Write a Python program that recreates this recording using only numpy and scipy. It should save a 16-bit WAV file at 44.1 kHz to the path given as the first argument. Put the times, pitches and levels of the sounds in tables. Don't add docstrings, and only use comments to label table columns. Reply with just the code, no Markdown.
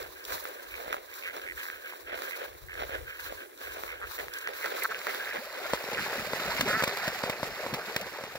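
import sys
import numpy as np
from scipy import signal
from scipy.fft import rfft, irfft, next_fast_len
from scipy.io import wavfile

SR = 44100
rng = np.random.default_rng(int(sys.argv[2]) if len(sys.argv) > 2 else 0)


def unload_audio(sound):
    columns = np.transpose(np.atleast_2d(sound))
    steps = np.round(np.clip(columns, -1, 1) * 32767)
    wavfile.write(sys.argv[1], SR, steps.astype(np.int16))


N = 369548
SIZE = next_fast_len(N + 4096)
HZ = np.maximum(np.arange(SIZE // 2 + 1) * SR / SIZE, 1)

# (f/Hz, level/dB)
AIR = [(59, -38), (100, -39), (372, 18), (1240, -45.5), (1640, 4), (2560, -28), (2840, -40), (3090, -24),
       (3660, -12), (15800, -4.5)]
AIR_DB = -56

# (middle t/s, length/s, level/dB)
PUFFS = [(0.02, 0.021, -52), (0.34, 0.025, -54), (0.73, .02, -62), (0.9, .04, -69), (1.03, .02, -73),
         (1.28, 0.03, -73), (1.51, .02, -60), (1.75, .02, -75), (2.12, 0.094, -67), (2.54, 0.026, -59),
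         (2.85, 0.43, -56.5), (3.28, 0.089, -60), (3.82, 0.31, -66), (4.06, 0.025, -59), (4.25, .04, -58.5),
         (4.5, .04, -74), (5.34, .02, -72), (5.74, .02, -60), (5.98, 0.049, -60), (6.21, .04, -63),
         (6.36, .02, -58), (6.6, 0.26, -60), (6.85, 0.056, -65), (7.09, 0.024, -65), (7.28, 0.054, -69),
         (7.48, 0.082, -60.5), (7.72, 0.046, -61), (7.97, 0.018, -66), (8.07, .04, -66), (8.37, .02, -65)]
PUFF_RISE_DB_PER_S, PUFF_FALL_DB_PER_S, PUFF_REST_DB = 236, 211, -82

# (middle t/s, length/s, level/dB)
SWEEPS = [(0.02, 0.012, -53), (0.18, 0.027, -62), (0.33, 0.048, -43), (0.49, 0.016, -52),
          (0.63, 0.024, -65), (0.85, 0.18, -53.5), (1.22, 0.059, -55), (1.36, 0.043, -56),
          (1.65, 0.09, -52.5), (1.88, 0.06, -56.5), (2.26, 0.13, -52), (2.39, 0.043, -53),
          (2.82, 0.029, -53), (2.96, 0.027, -56), (3.11, 0.029, -61), (3.26, 0.033, -48),
          (3.38, 0.039, -50.5), (3.75, 0.27, -50), (3.97, .03, -60.5), (4.16, 0.13, -45.5),
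          (4.36, 0.05, -50), (4.44, 0.046, -51), (4.64, 0.13, -46.5), (4.79, 0.037, -47),
          (4.835, 0.012, -42.5), (4.92, 0.026, -53), (5.0, 0.047, -55), (5.14, 0.17, -46),
          (5.36, 0.12, -53.5), (5.58, 0.022, -56), (5.76, 0.18, -52.5)]
SWEEP_RISE_DB_PER_S, SWEEP_FALL_DB_PER_S = 258, 193
# (middle t/s, length/s, level/dB)
TREADS = [(0.02, 0.012, -43), (0.335, 0.026, -38.5), (0.49, 0.015, -44.5), (0.61, .02, -58.5),
          (0.89, 0.15, -45), (1.365, 0.027, -43), (1.6, 0.018, -78), (1.72, 0.024, -60),
          (1.87, 0.0092, -54.5), (2.17, 0.12, -44), (2.41, 0.078, -43), (2.82, 0.0078, -37.5),
          (2.94, 0.049, -44), (3.32, 0.03, -46), (3.41, .01, -51), (3.67, 0.026, -48),
          (3.775, 0.043, -42.5), (3.84, .01, -52), (3.94, .02, -47), (4.04, 0.018, -48.5),
          (4.2, 0.011, -42.5), (4.235, 0.0092, -41.5), (4.5, 0.022, -43.5), (4.6, 0.019, -50),
          (4.665, 0.0093, -37.5), (4.75, 0.027, -42), (4.802, 0.011, -45), (4.905, 0.0091, -40),
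          (4.945, .01, -58), (5.08, 0.0076, -39.5), (5.16, 0.037, -40.5), (5.36, .02, -42),
          (5.58, 0.0088, -42.5), (5.66, .01, -43), (5.73, 0.0073, -36)]
TREAD_RISE_DB_PER_S, TREAD_FALL_DB_PER_S = 346, 245
# (t/s, swish level/dB, crunch level/dB)
GRASS_REST = [(0, -57.5, -53.5), (3, -60, -57.5), (5.8, -108, -64), (6.0, -66, -45)]
# (f/Hz, level/dB)
SWISH = [(300, -43), (1000, 16.5), (2500, 3), (3100, -1), (4000, 11), (4900, 3.5), (6500, 3.5),
         (8600, -3.5), (11000, 3), (15000, 8.5)]
# (f/Hz, level/dB)
CRUNCH = [(120, -30.5), (250, -8.5), (500, 11.5), (1000, -1), (2000, -1), (4000, -11), (9000, -41)]
# (t/s, peak level/dB, pitch f/Hz, 1 ahead or 0 under a shoe)
KNOCKS = [(0.03, -32, 1200, 0), (0.284, -30, 1490, 0), (0.323, -21, 1500, 0), (0.381, -30, 1700, 0),
          (0.454, -21.5, 1290, 0), (0.7822, -32, 1230.0, 0), (0.864, -32, 670, 0), (0.88, -24, 643, 0),
          (0.9287, -14.5, 1320, 0), (0.9436, -18, 980.0, 0), (0.9675, -27, 1130.0, 0),
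          (1.18, -37, 1600.0, 0), (1.344, -32, 1530.0, 0), (1.368, -26, 1090.0, 0), (1.3826, -28, 900, 0),
          (1.397, -29, 1300, 0), (1.586, -41, 1550.0, 1), (1.6016, -29, 1590.0, 0),
          (1.6335, -31, 1750.0, 0), (1.685, -27, 1260.0, 0), (1.701, -21.5, 1620, 0),
          (1.924, -34, 1030.0, 1), (1.936, -32, 950, 1), (2.095, -33, 1500, 1), (2.1895, -28, 1650.0, 1),
          (2.2208, -23.5, 1230.0, 0), (2.274, -29, 1530.0, 0), (2.695, -35, 1400.0, 1),
          (2.7373, -41, 1480.0, 1), (2.798, -36, 610.0, 0), (2.8233, -19.5, 710.0, 0),
          (2.8947, -27, 590.0, 0), (2.9504, -24, 1760, 1), (3.107, -40, 1380.0, 1), (3.197, -46, 1600.0, 1),
          (3.3247, -25.5, 620.0, 0), (3.634, -39, 1580.0, 1), (3.8364, -19.5, 1050, 0),
          (3.8916, -36, 2120.0, 1), (3.9017, -37, 1420.0, 1), (4.1123, -29, 1290, 1),
          (4.1915, -29, 1970, 1), (4.1994, -26, 1940, 1), (4.2834, -25, 1700, 1), (4.4743, -15.5, 1960, 1),
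          (4.6121, -25, 1690.0, 1), (4.66, -21, 1240, 1), (4.7627, -43, 1300.0, 1),
          (4.9705, -35, 1660.0, 1), (5.016, -25.5, 2070.0, 1), (5.069, -16, 1430, 1),
          (5.0933, -28, 1840.0, 1), (5.1465, -25, 1400.0, 1), (5.2023, -34, 540.0, 0),
          (5.296, -35, 1700.0, 1), (5.3326, -26, 1710.0, 1)]
# (t/s, peak level/dB, pitch f/Hz)
CRACKS = [(0.0273, -32, 4230), (0.17, -46, 3910), (0.2409, -32.5, 5410), (0.2505, -27, 3660),
          (0.4184, -36, 14300), (0.4409, -28, 14900), (0.4858, -32, 13300), (0.625, -39, 13500),
          (0.9267, -25, 3570), (1.1393, -34, 3880), (1.3648, -32, 4080), (1.4163, -32, 4050),
          (1.5224, -48, 4070), (1.5713, -50, 3590), (1.593, -34, 3590), (1.632, -29, 3520),
          (1.8452, -46, 13800), (2.2195, -25, 3660), (2.3905, -40, 3690), (2.6653, -44, 13200),
          (2.6733, -41, 14900), (2.6963, -55, 3890), (2.7396, -32, 3520), (2.8998, -41, 3760),
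          (3.0435, -51, 3540), (3.2151, -37, 13300), (3.5483, -47, 14800), (3.5758, -36, 3820),
          (3.9187, -34.5, 3920), (4.0038, -41, 13500), (4.188, -32, 11800), (4.337, -23.5, 4240),
          (4.3856, -29, 7420), (4.411, -31, 4120), (4.4722, -46, 4690), (4.5346, -32, 3950),
          (4.5805, -41, 13600), (4.5994, -43, 5260), (4.6586, -22, 4210), (4.798, -29, 14400),
          (4.8357, -27, 14200), (4.8344, -19, 13400), (4.9122, -34, 5140), (4.9901, -29, 4300),
          (5.0514, -44, 4110), (5.0679, -24.5, 4100), (5.1442, -26, 13700), (5.3353, -30, 4040),
          (5.5263, -36, 4170), (5.6002, -40, 4470)]

# (middle t/s, length/s, level/dB)
PATTER = [(.03, 0.063, -56), (.2, 0.067, -53), (.33, 0.075, -49), (.47, 0.081, -55), (.61, 0.13, -55),
          (.78, 0.11, -54), (.9, 0.1, -52), (1.12, 0.065, -55.5), (1.185, .02, -53), (1.28, 0.061, -46.5),
          (1.35, 0.025, -49), (1.44, 0.051, -48), (1.6, 0.039, -46), (1.65, 0.035, -56),
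          (1.74, 0.059, -49.5), (1.82, 0.017, -65), (1.9, 0.098, -50), (2.06, 0.016, -63),
          (2.14, 0.13, -46.5), (2.241, .006, -42), (2.258, .008, -43.5), (2.278, .012, -40.5),
          (2.37, 0.08, -48.5), (2.45, 0.022, -49), (2.71, 0.026, -49), (2.8, 0.052, -47.5),
          (2.93, 0.079, -46.5), (3.12, 0.094, -48.5), (3.205, 0.025, -46.5), (3.28, 0.037, -45.5),
          (3.385, 0.011, -47.5), (3.415, 0.017, -46.5), (3.61, .01, -53.5), (3.632, .02, -46),
          (3.68, 0.062, -47), (3.72, .015, -47), (3.77, 0.058, -50), (3.94, 0.093, -52.5),
          (4.05, 0.049, -49.5), (4.13, 0.038, -52), (4.22, 0.045, -60), (4.4, .15, -44.5),
          (4.58, 0.098, -52), (4.72, 0.022, -49), (4.8, 0.045, -51), (4.96, 0.11, -49), (5.12, 0.088, -48),
          (5.22, 0.037, -42.5), (5.32, .1, -46)]
PATTER_RISE_DB_PER_S, PATTER_FALL_DB_PER_S, PATTER_REST_DB = 900, 600, -66
# (f/Hz, level/dB)
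FEET = [(250, -21), (500, 1.5), (900, -24.5), (1400, 5.5), (1620, 7), (1850, -6), (2300, 1.5), (3200, -1.5),
        (6000, -53.5)]
BAND_HZ, BAND_WIDTH_HZ, BAND_DB = 1590, 240, 0
# (t/s, length/s, level/dB, pulse rate f/Hz, throat f/Hz, roughness, held to 0-1)
CALLS_MADE = [(0.698, 0.099, -46.5, 90, 2260, 0.7), (0.923, 0.024, -46, 84.7, 2090, 0.1),
              (1.102, 0.042, -52, 95, 2000, 0.46), (1.225, 0.052, -42.5, 92, 2270, 0.2),
              (1.253, 0.06, -42.5, 87.6, 1960, 0.15), (1.465, 0.06, -40.5, 91.1, 1930, 0.2),
              (1.576, 0.041, -45, 83.5, 1830, 0.5), (1.629, 0.097, -44, 87.3, 1600, 0.8),
              (1.862, 0.086, -49, 94.3, 2020, 0.42), (2.074, 0.07, -47, 88, 1890, 0.23),
              (2.309, 0.058, -41.5, 87.5, 2020, 0.28), (2.424, 0.056, -63, 88.6, 1850, 0.1),
              (2.685, 0.098, -45.5, 88.6, 1720, 0.32), (2.921, 0.079, -48, 91, 1680, 1.07),
              (3.079, 0.078, -54, 92, 2080, 0.4), (3.662, 0.015, -48, 91.6, 2130, 0.1),
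              (3.866, 0.075, -46.5, 85, 1350, 0.26), (3.879, 0.056, -44, 79.6, 2120, 0.26),
              (4.015, 0.042, -40, 189.3, 1340, 0.32), (4.181, 0.029, -39, 152.6, 1800, 0.28),
              (4.343, 0.23, -49.5, 61.7, 1620, 0.43), (4.618, 0.035, -41, 200.3, 1910, 0.6),
              (4.644, 0.042, -36, 226, 1500, 0.35), (4.776, 0.02, -44, 234, 1220, 0.5),
              (4.821, 0.013, -36, 295, 2090, 0.1), (4.844, 0.018, -29.5, 226.6, 1360, 0.24),
              (4.895, 0.014, -50, 150, 1910, 0.03), (4.911, 0.017, -35.5, 221, 1440, 0.3),
              (4.946, 0.0057, -39.5, 268, 2410, 0.4), (5.069, 0.045, -39, 222, 1650, 0.7),
              (5.132, 0.029, -42, 221, 1500, 0.52), (5.257, 0.13, -42.5, 57.7, 1750, 0.29),
              (5.643, 0.031, -41.5, 149.8, 1380, 0.37), (5.973, 0.029, -34.5, 145, 1600, 0.1)]

# (t/s, bubbles level/dB, spray level/dB, surge level/dB)
CHURN = [(4.5, -68, -57, -87), (4.75, -64, -52, -67), (4.85, -39, -47, -72), (4.88, -62, -67, -74),
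         (4.91, -52, -47.5, -64), (5.0, -48, -52.5, -72), (5.14, -49, -47, -95), (5.37, -46, -52, -64),
         (5.68, -45.5, -47, -93), (5.82, -42, -48.5, -70), (6.0, -40.5, -42.5, -48), (6.1, -37, -43, -57),
         (6.2, -38.5, -42.5, -43), (6.31, -42.5, -43, -51.5), (6.49, -39.5, -41, -50.5),
         (6.74, -36.5, -41.5, -41.5), (6.85, -38.5, -42.5, -51), (7.0, -39, -43.5, -55.5),
         (7.07, -35, -42, -48), (7.14, -43, -45, -58), (7.27, -38, -44.5, -50.5), (7.35, -41, -47, -60),
         (7.44, -43.5, -45, -50), (7.53, -41.5, -47, -52), (7.6, -38.5, -46, -62), (7.72, -42.5, -49, -48),
         (7.84, -40, -48, -65), (8.06, -43.5, -48.5, -60), (8.38, -46, -52, -56)]
# (f/Hz, level/dB)
SPRAY = [(500, -12), (1500, 12), (2500, 7.5), (3300, -1), (3900, 3), (5100, 0), (5800, -6), (7200, -4.5),
         (9000, -18), (12000, -6), (15500, -10)]
# (t/s, level/dB)
MIST = [(5.2, -70), (5.4, -56), (5.9, -54), (6.3, -52), (6.8, -52), (7.05, -66), (7.3, -72)]
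MIST_HZ = 10500
# (t/s, level/dB, starting pitch f/Hz, ring/s)
GULPS_AND_PLUNGES = [(5.35, -27.5, 600, 0.012), (5.384, -34.5, 199, 0.0096), (5.414, -28, 490, 0.01),
                     (5.466, -28, 530, 0.0074), (5.573, -36.5, 510, 0.014), (5.654, -20, 550, 0.005),
                     (5.987, -32, 153, 0.0043), (6.062, -24, 974, 0.0053), (6.17, -30, 497, 0.0049),
                     (6.18, -26, 204, 0.0061), (6.199, -36, 446, 0.011), (6.251, -31, 1020, 0.0037),
                     (6.268, -25.5, 530, 0.01), (6.405, -27, 570, 0.0099), (6.476, -30, 158, .01),
                     (6.479, -23, 533, 0.013), (6.51, -23, 866, 0.0094), (6.547, -27, 556, 0.0093),
                     (6.55, -34, 223, 0.009), (6.625, -22, 227, 0.012), (6.699, -22, 508, 0.015),
                     (7.058, -26, 634, 0.006), (7.074, -20, 545, 0.0075), (7.156, -25, 670, 0.004),
                     (7.277, -21, 507, 0.004), (7.314, -33, 533, 0.019), (7.404, -34, 1160, 0.005),
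                     (7.458, -32, 540, 0.0079), (7.497, -44, 198, 0.0061), (7.502, -28, 590, 0.0055),
                     (7.564, -27, 1045, 0.0035), (7.529, -37, 578, 0.01), (7.628, -24, 553, .006),
                     (7.749, -34, 676, 0.0082), (7.783, -37, 680, 0.007), (7.875, -35.5, 188, .01),
                     (8.015, -35, 170, 0.011), (7.925, -41, 616, 0.006), (8.13, -42, 290, 0.016),
                     (8.159, -30, 816, 0.0072), (8.308, -32, 1100, .004)]
# (t/s, level/dB, thump level/dB and spray level/dB relative to it, burst/s)
SLAPS = [(5.662, -40, -41, -43, 0.0035), (5.735, -11.5, -35, -43, 0.0037), (5.841, -26.5, -46, -41, 0.0028),
         (5.887, -26.5, -33, -56, 0.001), (5.932, -24.5, -18, -44, 0.015), (5.995, -46, -20, 0, 0.004),
         (6.196, -31, -3, -10, 0.0058), (6.334, -17, -24, -47, 0.0016), (6.596, -20, -9, -14, 0.002),
         (6.61, -15, -14, -9.5, 0.0059), (6.677, -24.5, -6, -20.5, 0.1), (6.824, -16, -15, -21, 0.005),
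         (6.837, -14.5, -16, -13.5, 0.0068), (6.877, -19, -13, -12, 0.0047), (6.972, -40, -20, 8, 0.0045),
         (7.078, -22.5, -4.5, -14.5, 0.01), (7.238, -16, -13.5, -44, 0.0012),
         (7.297, -18.5, -10.5, -18, 0.008), (7.431, -16, -13, -40, 0.0039), (7.665, -21, -35, -44, 0.0019),
         (7.738, -23.5, -15, -13, 0.01), (7.744, -23.5, -8.5, -22, 0.0091),
         (7.963, -18.5, -12, -8.5, 0.0057), (8.012, -42, -24, 4, 0.0088), (7.935, -42, -20, -18, 0.0037),
         (8.238, -24.5, -15, -32, 0.0053), (8.355, -29, -16, -25, 0.0091)]
WASH_S, WASH_DB = 0.0079, -5
POCKET_DB, POCKET_LOSS_PER_SPRAY_DB, POCKET_DELAY_S = 1, .17, .0018

# (t/s, level/dB, bill f/Hz)
QUACK = [(6.6735, -29, 1690), (6.695, -32, 1800), (6.722, -32, 1650), (6.732, -30.5, 1580),
         (6.76, -32.5, 1870), (6.772, -38, 1650), (6.788, -42, 1500), (6.808, -29.5, 1650),
         (6.82, -37, 1900)]
# (t/s, pulse rate f/Hz, level/dB of the other three)
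QUACK_PULSES = [(6.6735, 209.8, -8), (6.729, 209.8, -8), (6.733, 206, -1.5), (6.77, 227, -1),
                (6.79, 224, -2), (6.803, 211, -1), (6.82, 214, -1)]
THROAT_HZ, THROAT_RING_S, THROAT_DB, BILL_RING_S, QUACK_JITTER = 1350, .004, -2, .0005, .012

# (f/Hz, left phase lead/rad, left minus right level/dB)
POND_SIDE = [(96, 0.5, -1.5), (443, 0, 3), (1500, 0.77, -0.5), (2000, 0.5, -7), (3760, 4.5, 3.5),
             (4230, 5, -9.5), (7340, 10.5, 9), (11800, 10, -13.5), (16800, 43, 22)]
BANK_LEAD_S, FEET_LEAD_S = .000175, -.000522
CUTOFF_HZ = 15750


def from_db(db):
    return 10 ** (np.asarray(db) / 20)


def rms_one(x):
    return x / np.sqrt(np.mean(x ** 2) + 1e-20)


def in_time(rows):
    s, *columns = np.transpose(rows)
    t = np.arange(N) / SR
    return [from_db(np.interp(t, s, c, left=-120, right=-120)) for c in columns]


def swells(rows, rise_db_per_s, fall_db_per_s):
    t = np.arange(0, N, 64) / SR
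    s, length, db = np.transpose(rows)[..., None]
    early = np.maximum(s - length / 2 - t, 0)
    late = np.maximum(t - s - length / 2, 0)
    power = from_db(db - rise_db_per_s * early - fall_db_per_s * late) ** 2
    return np.interp(np.arange(N) / SR, t, np.sqrt(power.sum(axis=0)))


def drift(rate):
    r = np.exp(-80 * np.pi * rate / SR)
    noise = rng.standard_normal(N // 40 + 2002)
    slow = signal.lfilter([1], [1, -2 * r, r * r], noise)[2000:]
    return np.interp(np.arange(N) / 40, np.arange(len(slow)), rms_one(slow))


def grains(per_s, spread_db, clump_db):
    sizes = from_db(spread_db * np.minimum(rng.exponential(1, N), 5)) * rng.choice([-1, 1], N)
    happens = rng.random(N) < per_s / SR
    return sizes * happens * from_db(clump_db * drift(21.8))


def at_hz(points, column=1):
    points = np.array(points, float)
    return np.interp(np.log(HZ), np.log(points[:, 0]), points[:, column])


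def response(spectrum):
    cepstrum = irfft(np.log(from_db(at_hz(spectrum))), SIZE)
    cepstrum[1:SIZE // 2] *= 2
    cepstrum[SIZE // 2 + 1:] = 0
    return np.exp(rfft(cepstrum))


def coloured(x, spectrum):
    return irfft(rfft(x, SIZE) * response(spectrum), SIZE)[..., :N]


def resonance(x, hz, width):
    r = np.exp(-np.pi * width / SR)
    edge = (1 - r * r) / 2
    return signal.lfilter([edge, 0, -edge], [1, -2 * r * np.cos(2 * np.pi * hz / SR), r * r], x)


def at_ports(x, lead, pan_db):
    half = from_db(pan_db / 2) * np.exp(.5j * lead)
    return irfft(rfft(x, SIZE) * np.array([half, 1 / half]), SIZE)[:, :N]


def wide(make, spectrum, low_share, high_share):
    share = np.clip(at_hz([(1000, low_share), (12000, high_share)]), 0, 1)
    parts = rfft(np.array([make(), make(), make()]), SIZE) * response(spectrum)
    parts *= np.sqrt(N / 2) / np.sqrt(np.mean(np.abs(parts) ** 2, axis=1, keepdims=True) / 2)
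    common = irfft(np.sqrt(1 - share) * parts[0], SIZE)[:N]
    own = irfft(np.sqrt(share) * parts[1:], SIZE)[:, :N]
    return common, own


def add(out, s, piece):
    at = round(s * SR)
    out[at:at + len(piece)] += piece[:N - at]


def open_air():
    noise = coloured(rng.standard_normal((2, N)), AIR)
    return from_db(AIR_DB) * rms_one(noise) * from_db(2.7 * drift(5))


def band_noise(x, band):
    return rms_one(signal.sosfilt(signal.butter(3, band, "band", fs=SR, output="sos"), x))


def low_puffs():
    puffs = swells(PUFFS, PUFF_RISE_DB_PER_S, PUFF_FALL_DB_PER_S) + from_db(PUFF_REST_DB)
    left, right = rng.standard_normal((2, N))
    noise = np.array([left, 0.15 * left + 0.5 * right])
    rumble = band_noise(noise, [40, 79.5])
    flutter = band_noise(noise, [95, 142])
    lumps = from_db(2.3 * drift(11))
    return puffs * (rumble + from_db(-9.5) * flutter) * lumps * from_db([[4], [-4]])


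def walker():
    swish, crunch = in_time(GRASS_REST)
    swish = swish + swells(SWEEPS, SWEEP_RISE_DB_PER_S, SWEEP_FALL_DB_PER_S)
    crunch = crunch + swells(TREADS, TREAD_RISE_DB_PER_S, TREAD_FALL_DB_PER_S)
    swish_near, swish_wide = wide(lambda: grains(9000, 1.9, 3.8), SWISH, low_share=0.49, high_share=0.39)
    crunch_near, crunch_wide = wide(lambda: grains(1500, 3.0, 3.2), CRUNCH, low_share=0.4, high_share=0.12)
    crackle = rms_one(coloured(grains(300, 4.5, 4.0), SWISH))
    near = swish * (from_db(4.5) * swish_near + from_db(-8.0) * crackle)
    near = near + from_db(2.5) * crunch * crunch_near
    near = near + knocks(ahead=False) + cracks()
    spread = from_db(7.5) * swish * swish_wide + from_db(-1.0) * crunch * crunch_wide
    return at_ports(near, 2 * np.pi * HZ * FEET_LEAD_S, -2.3) + spread


def cracks():
    out, t = np.zeros(N), np.arange(400) / SR
    for s, peak_db, hz in CRACKS:
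        burst = rng.standard_normal(400) * np.minimum(t / 0.00089, 1) * np.exp(-t / 0.0024)
        crack = resonance(burst, hz, 2300.0) + 0.25 * np.diff(burst, prepend=0)
        add(out, s, from_db(peak_db) * crack / np.abs(crack).max())
    return out


def knocks(ahead):
    out, t = np.zeros(N), np.arange(400) / SR
    for s, peak_db, hz, side in KNOCKS:
        burst = (1 + .3 * rng.standard_normal(400)) * np.exp(-t / .0001)
        body = resonance(burst, hz, 200 + .25 * hz)
        add(out, s, ((side > .5) == ahead) * from_db(peak_db) * body / np.abs(body).max())
    return out


def ducks():
    flock = webbed_feet() + calls() + quack() + knocks(ahead=True)
    afloat = np.clip((np.arange(N) / SR - 4.6) / 0.035, 0, 1)
    pan_db = at_hz(POND_SIDE, column=2)
    on_bank = at_ports(flock * (1 - afloat), 2 * np.pi * HZ * BANK_LEAD_S, pan_db)
    return on_bank + at_ports(flock * afloat, at_hz(POND_SIDE), pan_db)


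def webbed_feet():
    patter = swells(PATTER, PATTER_RISE_DB_PER_S, PATTER_FALL_DB_PER_S)
    patter = patter + from_db(PATTER_REST_DB) * (np.arange(N) < 5.6 * SR)
    steps = grains(2000, 2.5, 2.0)
    narrow = resonance(resonance(steps, BAND_HZ, BAND_WIDTH_HZ), BAND_HZ, BAND_WIDTH_HZ)
    return patter * (rms_one(coloured(steps, FEET)) + from_db(BAND_DB) * rms_one(narrow))


def calls():
    out = np.zeros(N)
    for s, length, level_db, pulse_hz, throat_hz, rough in CALLS_MADE:
        t = np.arange(round((length + .02) * SR)) / SR
        rough = np.clip(rough, 0, 1)
        chance = rng.standard_normal((64, 2))
        times = np.cumsum(np.r_[0, 1 + .15 * rough * chance[1:, 0]]) / pulse_hz + 0.0021
        inside = times < length
        swell = np.sin(np.pi * (.25 + .6 * times[inside] / length))
        pulses = np.zeros(len(t))
        pulses[(times[inside] * SR).astype(int)] = swell * from_db((-0.5 + 3.1 * rough) * chance[inside, 1])
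        fading = signal.lfilter([1], [1, -np.exp(-pulse_hz * 3.0 / SR)], pulses)
        puffs = fading * rng.standard_normal(len(t))
        source = (1 - rough) * pulses + .3 * rough * puffs
        throat = resonance(resonance(source, throat_hz, 720), throat_hz, 710)
        bill = resonance(resonance(source, 0.74 * throat_hz, 740), 1.7 * throat_hz, 940)
        add(out, s - .002, from_db(level_db) * rms_one(throat - 0.27 * bill))
    return out


def pond():
    bubbly, spray, surge = in_time(CHURN)
    hiss, hiss_wide = wide(lambda: grains(4000, 3.1, 2.8), SPRAY, low_share=.12, high_share=.75)
    froth = bubbles() + from_db(-6) * gurgle()
    patter = rms_one(coloured(grains(120, 3.5, 3.0), SPRAY))
    drops = from_db(1.5) * droplets() + from_db(-10) * patter
    water = bubbly * froth + spray * (from_db(3.5) * hiss + drops) + surge * surges()
    water = water + slaps() + gulps_and_plunges()
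    ahead = at_ports(water, at_hz(POND_SIDE), at_hz(POND_SIDE, column=2))
    return ahead + from_db(7.5) * spray * hiss_wide + mist()


def bubbles():
    born, dealt = grains(1000, 1.06, 3.44), rng.integers(0, 20, N)
    rings = np.zeros(N)
    for k, hz in enumerate(np.geomspace(400, 2400, num=20)):
        rings += resonance(born * (dealt == k) + 1e-18, hz, hz / 8.0) * (hz / 500) ** -.9
    return rms_one(rings)


def rising_tone(hz, ring_s):
    t = np.arange(round(5 * ring_s * SR)) / SR
    tone = np.sin(2 * np.pi * hz * (t + 0.06 * t ** 2 / ring_s))
    return tone * np.exp(-t / ring_s) * (1 - np.exp(-t / (0.6 * ring_s)))


def gurgle():
    out = np.zeros(N)
    for when, size, strength in rng.random((1000, 3)):
        hz = 430 * 4.65 ** size
        bubble = rising_tone(hz, (2 + 2.5 * strength ** 2) / hz)
        add(out, when * N / SR, from_db(11 * strength - 1.7 * size) * bubble)
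    return rms_one(out)


def droplets():
    born, dealt = grains(1400, 3.0, 2.5), rng.integers(0, 16, N)
    rings = np.zeros(N)
    for k, hz in enumerate(np.geomspace(1300, 5600, num=16)):
        ring = resonance(born * (dealt == k) + 1e-18, hz, hz / 20.0)
        rings += ring * (hz / 2000) ** -1.0 * from_db(3.5 * drift(11.6))
    return rms_one(rings)


def surges():
    return rms_one(resonance(resonance(grains(260, 2.5, 3.5), 140, 200), 140, 240))


def mist():
    level, = in_time(MIST)
    drops = np.array([grains(7000, 2.4, 2.0), grains(7000, 2.4, 2.0)])
    return level * rms_one(signal.sosfilt(signal.butter(3, MIST_HZ, "high", fs=SR, output="sos"), drops))


def gulps_and_plunges():
    out = np.zeros(N)
    for s, level_db, hz, ring_s in GULPS_AND_PLUNGES:
        add(out, s, from_db(level_db) * rising_tone(hz, max(ring_s, .002)))
    return out


def slaps():
    out, t = np.zeros(N), np.arange(2600) / SR
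    far = signal.butter(2, 150, "high", fs=SR, output="sos")
    push = .6 * (t < .001) * (t / .001) ** 2
    before, after = np.maximum(.0013 - t, 0), np.maximum(t - .0013, 0)
    pulse = push - 1.7 * np.exp(-(before / .0001) ** 2 - after / .00022)
    thump = resonance(resonance(pulse, 87, 234), 89, 280)
    for s, level_db, thump_db, spray_db, length in SLAPS:
        noise = rng.standard_normal(2600)
        burst = noise * np.exp(-(t / max(length, .001)) ** 2)
        trapped = from_db(POCKET_DB - POCKET_LOSS_PER_SPRAY_DB * (spray_db + 40))
        pocket_hz = 530 * 2 ** (.15 * noise[0])
        pocket = resonance(np.roll(pulse, round(POCKET_DELAY_S * SR)), pocket_hz, 240) * trapped
        pocket = pocket + resonance(burst * (t > .0018), 1600, 1500) * 0.9
        wash = resonance(noise[::-1] * (t / WASH_S) * np.exp(-t / WASH_S), 660, 2200) * from_db(WASH_DB)
        spray = (t > .0014) * (resonance(burst, 2100, 2100) + 0.21 * resonance(burst, 12600, 4700))
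        slap = signal.sosfilt(far, pulse + pocket + wash)
        slap = slap + thump * from_db(thump_db + 15.5) + spray * from_db(spray_db + 12.0)
        add(out, s - .0013, from_db(level_db) * slap)
    return out


def quack():
    s, level_db, bill_hz = np.transpose(QUACK)
    pulse_s, rates_hz, weak_levels = np.transpose(QUACK_PULSES)
    t = np.arange(pulse_s[0], s[-1], 1 / SR)
    pulse_hz = np.interp(t, pulse_s, rates_hz) * (1 + QUACK_JITTER * drift(90)[:len(t)])
    weak_db = np.interp(t, pulse_s, weak_levels)
    cycles = np.cumsum(pulse_hz) / SR
    count = cycles.astype(int)
    since = (cycles % 1) / pulse_hz
    strength = from_db(1.3 * rng.standard_normal(64))[count]
    strength = strength * from_db(weak_db * (count % 4 > 0))
    bill = np.sin(2 * np.pi * np.interp(t, s, bill_hz) * since)
    bill = strength * bill * since * np.exp(-since / BILL_RING_S)
    pulses = strength * (np.diff(count, prepend=0) > 0)
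    throat = resonance(resonance(pulses, THROAT_HZ, 1 / (np.pi * THROAT_RING_S)), THROAT_HZ, 630)
    voice = rms_one(bill) + from_db(THROAT_DB) * rms_one(throat)
    fade_in = np.minimum(1, (t - t[0]) / 0.0082)
    out = np.zeros(N)
    add(out, t[0], voice * from_db(np.interp(t, s, level_db)) * fade_in)
    return out


def scene():
    return open_air() + low_puffs() + walker() + ducks() + pond()


def record(dry):
    return signal.sosfilt(signal.ellip(12, .5, 75, CUTOFF_HZ, fs=SR, output="sos"), dry)


dry = scene()
out = record(dry)
unload_audio(out)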